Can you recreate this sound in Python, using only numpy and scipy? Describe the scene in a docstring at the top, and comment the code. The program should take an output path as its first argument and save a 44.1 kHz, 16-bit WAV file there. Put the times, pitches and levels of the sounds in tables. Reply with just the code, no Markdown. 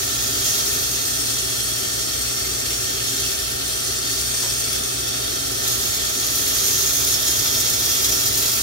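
"""A bright hiss over a low roar: a glassworker's torch burns in a small workshop.
The hiss is the rushing gas jet. Glass held in the flame spreads the jet out, so the hiss turns softer
and duller, and the jet whistles breathily on the glass. The roar is the burning gas, which sets the
space round the bench ringing. The flame gives a few tiny spits, ventilation fans hum behind it all,
and there is one soft knock on wood."""
import sys
import numpy as np
from scipy import signal
from scipy.fft import rfft, irfft, next_fast_len
from scipy.io import wavfile
from scipy.ndimage import uniform_filter1d, map_coordinates

SR = 44100
rng = np.random.default_rng(int(sys.argv[2]) if len(sys.argv) > 2 else 0)


def wav_record(signal):
    """Record a signal, one row per channel, as 16-bit PCM in the file named by sys.argv[1]."""
    frames = np.transpose(np.atleast_2d(signal))
    bounded = np.clip(frames, -1, 1)
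    # unit amplitude maps onto the largest positive 16-bit level
    quanta = np.round(bounded * 32767).astype(np.int16)
    wavfile.write(sys.argv[1], SR, quanta)


N = 380141


def amp(db):
    """Turn decibels into a number to multiply by."""
    return 10 ** (np.asarray(db) / 20)


def unit(x):
    """Scale a signal so that its average strength (rms) is 1."""
    return x / np.sqrt(np.mean(x ** 2) + 1e-20)


def along(points, hz):
    """Read between (Hz, value) points, with all octaves equally wide."""
    pitches, values = np.transpose(points)
    return np.interp(np.log(hz + 1), np.log(pitches + 1), values)


def curve(rows):
    """Join (seconds, value) rows with straight lines, one value per sample."""
    return np.interp(np.arange(N) / SR, *zip(*rows))


def wobble(rate):
    """A smooth curve through `rate` random values a second."""
    return map_coordinates(rng.standard_normal(int(N * rate / SR) + 4), [np.arange(N) * rate / SR])


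def filtered(x, response):
    """Turn each frequency up or down as response(hz) says."""
    size = next_fast_len(N + SR // 2)
    return irfft(rfft(x, size) * response(np.fft.rfftfreq(size, 1 / SR)), size)[..., :N]


def highs(x, above_hz, steepness=8):
    """Keep the part of a sound above a given frequency."""
    return filtered(x, lambda hz: hz ** steepness / (hz ** steepness + above_hz ** steepness))


def rush(colour):
    """The noise of swirling gas, shaped by (Hz, dB) points."""
    return unit(filtered(rng.standard_normal(N), lambda hz: amp(along(colour, hz))))


def resonance(hz, centre, width):
    """How something that rings at one pitch responds to each frequency."""
    return 1j * hz * width / (centre ** 2 - hz ** 2 + 1j * hz * width)


def panned(balance_db):
    """Two gains with constant total power; a positive balance favours the first (left)."""
    gains = amp(balance_db * np.array([[.5], [-.5]]))
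    return gains / np.sqrt(np.mean(gains ** 2, axis=0))


def wandering(x, sway_s):
    """A path that slowly lengthens and shortens bends every pitch a little up and down."""
    return map_coordinates(x, [np.arange(N) + sway_s * SR * wobble(2)], order=5, mode="reflect")


def workshop(x, near_t60, near_db, far_t60, far_db):
    """Add near echoes off the bench and far ones off the walls; t60 is the seconds to fade by 60 dB."""
    t = np.arange(SR // 2) / SR
    fades = amp(-60 * t / np.array([near_t60, far_t60])[:, None, None])
    near, far = rng.standard_normal((2, 2, len(t))) * fades
    echoes = amp(near_db) * near / np.linalg.norm(near[0]) + amp(far_db) * far / np.linalg.norm(far[0])
    echoes[:, 0] += 1  # the direct sound
    ripples = rfft(echoes)
    # take out what the two sides share, then even out the broad colour: only fine ripples stay
    broad = lambda v: uniform_filter1d(v, size=110)
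    shared = broad(np.real(ripples[1] * ripples[0].conj())) / broad(np.abs(ripples[0]) ** 2)
    ripples[1] -= ripples[0] * shared
    ripples /= np.sqrt(broad(np.abs(ripples) ** 2))
    lead = SR // 100
    response = np.roll(irfft(ripples), lead, axis=1)
    padded = np.pad(x, (len(t), lead), mode="wrap")
    return signal.fftconvolve(padded[None], response, axes=1)[:, len(t) + lead:][:, :N]


def ventilation(drift_rad, waver_db):
    """Two fans turn at slightly different speeds, so they throb over the mains hum."""
    # The two fans and the mains. Each row: pitch in Hz, level in dB.
    motors = [(57.5, -48.5), (61.4, -44.5), (120, -42.5)]
    t = np.arange(N) / SR
    hum = 0
    for hz, db in motors:
        strength = np.sqrt(2) * amp(db + waver_db * wobble(3.8))
        hum += strength * np.sin(2 * np.pi * (hz * t + rng.random()) + drift_rad * wobble(1.8))
    return hum * amp([[-.7], [.7]])  # a little to the right


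def knock(t60, contact_db):
    """A light knock makes the wooden bench ring: a firm contact, a short rattle and one rebound."""
    # The knock and its rebound. Each row: start in seconds, strength in dB.
    hits = [(4.432, -19), (4.452, -25)]
    # How the wood rings. Each row: pitch in Hz, width in Hz, relative level in dB.
    wood = [(560, 220, -4), (790, 260, 0), (970, 220, 0), (1330, 220, -3), (1650, 300, -8), (3100, 600, -4)]
    t = np.arange(N) / SR
    rattle_level = sum(amp(db - 60 * np.abs(t - s) / t60) * (t > s) for s, db in hits)
    blow = rng.standard_normal(N) * rattle_level
    for s, db in hits:
        blow[round(s * SR)] += amp(db + contact_db)
    ringing = lambda hz: sum(amp(db) * resonance(hz, centre, width) for centre, width, db in wood)
    return workshop(filtered(blow, ringing), near_t60=0.037, near_db=-4, far_t60=0.25, far_db=-2)


def roar(on_glass, mid_db, side_db, ring_db, calming_db, shortening_db):
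    """Burning gas rumbles and rings round the bench; glass shortens the flame and calms its top."""
    # The rumble both ears share. Each row: frequency in Hz, relative level in dB.
    mid_colour = [(25, -21), (50, -7.5), (100, -0.5), (135, -5.5), (175, -13.5), (240, -7), (320, -7.5),
                  (420, -6.5), (540, -18), (720, -13.5), (1000, -26.5), (1200, -11.5), (2000, -23),
                  (3500, -23)]
    # The rumble that is opposite in the two ears. Each row: frequency in Hz, relative level in dB.
    side_colour = [(25, -28), (60, -12), (140, -16), (185, -2), (270, -15), (315, -30), (400, -8),
                   (470, -5.5), (530, 4), (585, -14), (680, 0.5), (750, -5), (825, -1.5), (970, -14),
                   (1330, -4.5), (1550, -11.5), (2200, -32), (3500, -12)]
    # How the space round the bench rings. Each row: pitch in Hz, width in Hz, relative level in dB,
    # phase between left and right in radians.
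    bench = [(275, 9.7, -4, 0.65), (387.3, 31.5, -3, -1.6), (639.5, 21, -9, -1.4), (1347, 86, -11.5, 0.87),
             (1547, 13.5, -4, 2.5), (1788, 42, -5.5, 1.9)]
    # Soft flares as the glass meets the flame. Each row: time in seconds, level change in dB.
    flares = [(0, 0.2), (.8, 0.9), (.9, -.5), (2.2, -.1), (3.3, -0.5), (4.5, -.4), (5, 0.24), (7.9, 0),
              (8.15, 1.3), (8.45, 0)]
    sides = np.array([[1], [-1]])  # left, right
    rumble = amp(mid_db) * rush(mid_colour) + sides * amp(side_db) * rush(side_colour)
    ringing = lambda hz: sum(amp(db) * resonance(hz, centre, width) * np.exp(.5j * phase * sides)
                             for centre, width, db, phase in bench)
    pair = rumble + amp(ring_db) * unit(filtered(rng.standard_normal(N), ringing))
    pair += highs(pair, above_hz=480) * (amp(calming_db * on_glass) - 1)
    return pair * amp(curve(flares) + shortening_db * on_glass - 0.23 * sides)


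def spits(t60):
    """The flame spits: each spit is a very short, bright crack of noise."""
    # Each row: start in seconds, peak in dB before the room's echoes.
    cracks = [(.347, -15), (5.079, -10), (6.051, -12), (6.266, -12)]
    dry, t = np.zeros(N), np.arange(SR // 100) / SR
    bright = signal.butter(2, [3000, 12000], "bandpass", fs=SR, output="sos")
    for s, db in cracks:
        crack = signal.sosfilt(bright, rng.standard_normal(len(t)) * amp(-60 * t / t60))
        dry[round(s * SR):][:len(t)] += amp(db) * crack / np.abs(crack).max()
    return workshop(dry, near_t60=.03, near_db=-4, far_t60=.25, far_db=-6)


def breathy_tone(centre_hz, width_hz, sway_s):
    """A narrow band of noise whose pitch bends as the glass turns."""
    band = filtered(rng.standard_normal(N), lambda hz: resonance(hz, centre_hz, width_hz) ** 2)
    return wandering(band, sway_s)


def whistle(centre_hz, width_hz, balance_db, flutter_db):
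    """The jet whistles on the turning glass, coming and going with the angle."""
    # Each row: time in seconds, level of the whistle in dB.
    loudness = [(.68, -46), (.77, -39), (1.0, -37), (1.15, -31), (1.45, -36), (1.7, -35), (2.4, -36),
                (2.85, -37), (3.22, -37), (3.52, -41), (3.76, -33), (3.9, -38), (4.5, -32.5), (4.85, -39),
                (5.5, -41), (5.7, -65)]
    tone = breathy_tone(centre_hz, width_hz, sway_s=.0012) * amp(flutter_db * wobble(20))
    pair = workshop(tone, near_t60=0.044, near_db=3, far_t60=0.39, far_db=-2)
    return unit(pair) * amp(curve(loudness)) * panned(balance_db)


def rim_tone(centre_hz, width_hz):
    """The jet sings where the rim of the glass cuts it, loudest as the rim enters the flame."""
    # Each row: time in seconds, level of the tone in dB.
    loudness = [(.42, -50), (.47, -42), (.55, -37), (.61, -29.5), (.68, -30), (.73, -46), (1.2, -36.5),
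                (3.3, -36), (3.5, -52), (5.6, -60), (5.7, -80)]
    tone = breathy_tone(centre_hz, width_hz, sway_s=.003)
    pair = workshop(tone, near_t60=.04, near_db=3, far_t60=.26, far_db=1)
    return unit(pair) * amp(curve(loudness))


def singing(x, state):
    """Narrow bands stand out or sink in the free jet (state 0) or the spread jet (state 1)."""
    # Each row: pitch in Hz, width in Hz, lift in the free jet in dB, lift on the glass in dB.
    bands = [(3100, 130, -2.5, 2), (4440, 360, 1.5, 6.5), (4810, 130, -1.5, -6), (5295, 200, 6.5, 4),
             (5640, 230, 3, 2.5), (5890, 140, -1, -0.5), (6100, 240, -1.5, 3.5), (6640, 780, 3, -1.5),
             (8734, 290, 7, -8), (10180, 200, 8.5, -6), (10460, 220, -6, 4.5), (10720, 210, 7, -14),
             (11680, 160, 5, 0), (12170, 660, 8, 1.5), (12960, 280, 11.5, 2), (13760, 270, 7, 1)]
    lift_db = lambda hz: sum(lifts[state] * .5 ** ((2 * (hz - centre) / width) ** 2)
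                             for centre, width, *lifts in bands)
    return filtered(x, lambda hz: amp(lift_db(hz)))


def shifting(x, depth_db):
    """Bands a few hundred hertz wide slowly come and go."""
    bands = signal.stft(x, nperseg=1024)[2]
    drift = uniform_filter1d(rng.standard_normal(bands.shape), size=7, axis=0)  # smooth across pitch
    drift = uniform_filter1d(drift, size=70, axis=1)  # and across time
    return signal.istft(bands * amp(depth_db * unit(drift)), nperseg=1024)[1][:N]


def fluttering(noise, flutter_db, sputter_db):
    """Swirls shake the flow; the small ones that make the treble flutter on their own."""
    treble = highs(noise, above_hz=4500, steepness=4)
    swirls = lambda: unit(amp(flutter_db * wobble(48) + sputter_db * wobble(190)))
    return (noise - treble) * swirls() + treble * swirls()


def gas_jet(colour, state, sway_s, shift_db, flutter_db):
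    """Rushing gas makes a restless noise that echoes round the workshop."""
    jet = singing(rush(colour), state)
    jet = shifting(wandering(jet, sway_s), shift_db)
    jet = fluttering(jet, flutter_db, sputter_db=2.5)
    return unit(workshop(jet, near_t60=0.034, near_db=4.5, far_t60=0.27, far_db=2.0))


def moving_echoes(pair, echo_db, sway_s, count):
    """Hands, glass and body reflect the hiss over paths that slowly change."""
    out = pair.copy()
    for delays_s in rng.uniform(.003, .009, (count, 2)):
        sway = sway_s * wobble(1.212)
        for side, delay in enumerate(delays_s):
            earlier = np.arange(N) - (delay + sway) * SR
            out[side] += amp(echo_db) * map_coordinates(pair[side], [earlier], order=2, mode="reflect")
    return out


def glass_echo(pair, on_glass, echo_db, above_hz):
    """The small glass reflects only the high treble; the echo's delay slides as the glass moves."""
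    aside_s, travel_s, hand_sway_s = .0015, .0002, .00003
    treble = highs(pair, above_hz)
    delay = aside_s + travel_s * on_glass + hand_sway_s * wobble(1.4)
    earlier = np.arange(N) - delay * SR
    echo = np.array([map_coordinates(side, [earlier], order=3, mode="reflect") for side in treble])
    return pair - treble + (treble + amp(echo_db) * echo) / np.hypot(1, amp(echo_db))


def placed(pair):
    """Give each band of the hiss its own width and its own place between left and right."""
    # Each row: frequency in Hz, dB by which the shared part (mid) is favoured over the opposite (side).
    narrowness = [(2300, 3.5), (2730, 0), (2950, -15), (3180, 3.5), (4000, 0), (4550, 5.5), (4900, 2.5),
                  (5280, 1.5), (5650, 5), (6150, -1.5), (6700, 0), (7500, 0.5), (8400, 2), (10500, 0),
                  (12000, 5.5), (13300, -5), (14300, 3.5)]
    # Each row: frequency in Hz, dB by which left is favoured over right.
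    balance = [(2300, -0.5), (3400, -1.5), (3950, -2.5), (4400, -0.5), (5500, 0.5), (6400, -4.5),
               (7400, 4.5), (8400, 0.5), (9200, 11.5), (10000, -10), (11400, 8), (12300, -7.5),
               (14000, 6.5), (15500, 1.5)]
    mid_side = np.array([pair[0] + pair[1], pair[0] - pair[1]]) / 2
    mid, side = filtered(mid_side, lambda hz: panned(along(narrowness, hz)))
    return filtered(np.array([mid + side, mid - side]), lambda hz: panned(along(balance, hz)))


def grazing(rise_s, fall_s):
    """How many dB the hiss swells as the jet grazes an edge of the glass."""
    # Each row: start in seconds, hold in seconds, level change in dB.
    grazes = [(0.437, 0.063, 2.5), (3.06, 0.23, 1), (3.34, 0.24, -0.4), (4.035, 0.7, 1.25),
              (6.463, 0.65, 1.5), (7.232, 1, 1.3)]
    return sum(curve(zip(start + np.cumsum([0, rise_s, hold, fall_s]), [0, db, db, 0]))
               for start, hold, db in grazes)


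def free_sizzle(pair, on_glass, graze_db, steady_db, per_graze_db):
    """The free part of the jet moves power into a high sizzle, more so as it grazes the glass."""
    # Each row: frequency in Hz, share of the extra sizzle from 0 to 1.
    shares = [(4900, 0.068), (5500, 1), (6800, 1), (7400, 0.26), (11000, 0.18)]
    sizzle = filtered(pair, lambda hz: along(shares, hz))
    lift = amp((1 - on_glass) * (steady_db + per_graze_db * graze_db))
    return unit(pair + (lift - 1) * sizzle) / np.sqrt(0.62 + 0.29 * lift ** 2)


def rim_sizzle(pair, on_glass, centre_hz, width_hz, lift_db, share, spread):
    """With only about `share` of the jet on the glass, the rim sharpens one band of the hiss."""
    band = filtered(pair, lambda hz: .5 ** ((2 * (hz - centre_hz) / width_hz) ** 2))
    on_rim = np.exp(-((on_glass - share) / spread) ** 2)
    return pair + band * (amp(lift_db * on_rim) - 1)


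def treble_level(pair, above_hz):
    """The top of the hiss slowly dulls and brightens, and is brightest at the very end."""
    # Each row: time in seconds, change of the high treble in dB.
    treble_changes = [(0, -0.5), (1.2, 0.5), (1.9, -0.7), (4.6, -0.9), (5.35, -1.5), (5.7, 0), (6.2, -1.5),
                      (6.5, 1.2), (6.95, 1.3), (7.2, -0.5), (8.3, -.6), (8.5, 2.5)]
    return pair + highs(pair, above_hz) * (amp(curve(treble_changes)) - 1)


def hiss(on_glass, free_db, shield_db):
    """The gas jet hisses; glass in its path spreads it out, making it softer and duller."""
    # The free jet. Each row: frequency in Hz, relative level in dB.
    free_colour = [(700, -19.5), (2300, -12.5), (3150, -2.5), (4000, -3.5), (4850, -3.5), (5400, -5.5),
                   (6800, -3), (7300, -8.5), (8200, -7), (9500, -10), (11300, -10.5), (15700, -10)]
    # The jet spread on the glass. 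Each row: frequency in Hz, relative level in dB.
    spread_colour = [(700, -28), (2400, -10.5), (3000, -3), (3400, -3.5), (4000, -4.5), (4850, -4),
                     (5400, -2.5), (6800, 0), (7250, -5), (8000, -4.5), (9200, -4.5), (11000, -4.5),
                     (12800, -12.5), (15700, -12)]
    free = gas_jet(free_colour, state=0, sway_s=.0008, shift_db=.7, flutter_db=1.02)
    spread = gas_jet(spread_colour, state=1, sway_s=.0025, shift_db=1.2, flutter_db=0.7)
    pair = np.sqrt(1 - on_glass) * free + np.sqrt(on_glass) * spread
    pair = moving_echoes(pair, echo_db=-13, sway_s=.00009, count=3)
    pair = placed(glass_echo(pair, on_glass, echo_db=-14, above_hz=8500))
    graze_db = grazing(rise_s=0.028, fall_s=0.055)
    pair = free_sizzle(pair, on_glass, graze_db, steady_db=1.5, per_graze_db=1.7)
    pair = rim_sizzle(pair, on_glass, centre_hz=6500, width_hz=880, lift_db=2.5, share=0.39, spread=.22)
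    lean_db = 1.05 * on_glass - .6  # the glass throws the hiss a little to the left
    loss_db = shield_db * on_glass ** 0.59  # the first touch of the glass costs the most
    return treble_level(pair, above_hz=7600) * amp(free_db - loss_db + graze_db) * panned(lean_db)


def scene():
    """The torch, with glass moving in and out of its flame, plus the fans and the knock."""
    # Each row: time in seconds, share of the flame that strikes the glass from 0 to 1.
    glass_moves = [(0, 0.5), (.42, 0.35), (.66, 0.32), (.78, 0.4), (1.2, 0.58), (1.7, 0.77), (3.3, 0.7),
                   (3.5, 0.8), (5.59, 0.79), (5.66, 0.18), (6.12, 0.52), (6.43, 0.17), (6.5, 0.14),
                   (7.2, 0.09), (8.2, 0.08), (8.38, 0.22), (8.46, 0.04), (8.62, 0.3)]
    on_glass = np.clip(curve(glass_moves), 0, 1)
    torch = hiss(on_glass, free_db=-18.5, shield_db=6) + spits(t60=0.0039)
    torch += whistle(centre_hz=8400, width_hz=240, balance_db=12, flutter_db=0.5)
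    torch += rim_tone(centre_hz=5680, width_hz=420)
    torch += roar(on_glass, mid_db=-35, side_db=-28.2, ring_db=-35, calming_db=-0.5, shortening_db=-1.35)
    bump = knock(t60=0.13, contact_db=22)
    return torch + ventilation(drift_rad=0.32, waver_db=-1.0) + bump


def record(dry):
    """Cut away the very highest treble."""
    return filtered(dry, lambda hz: hz < 15780)


dry = scene()
out = record(dry)
wav_record(out)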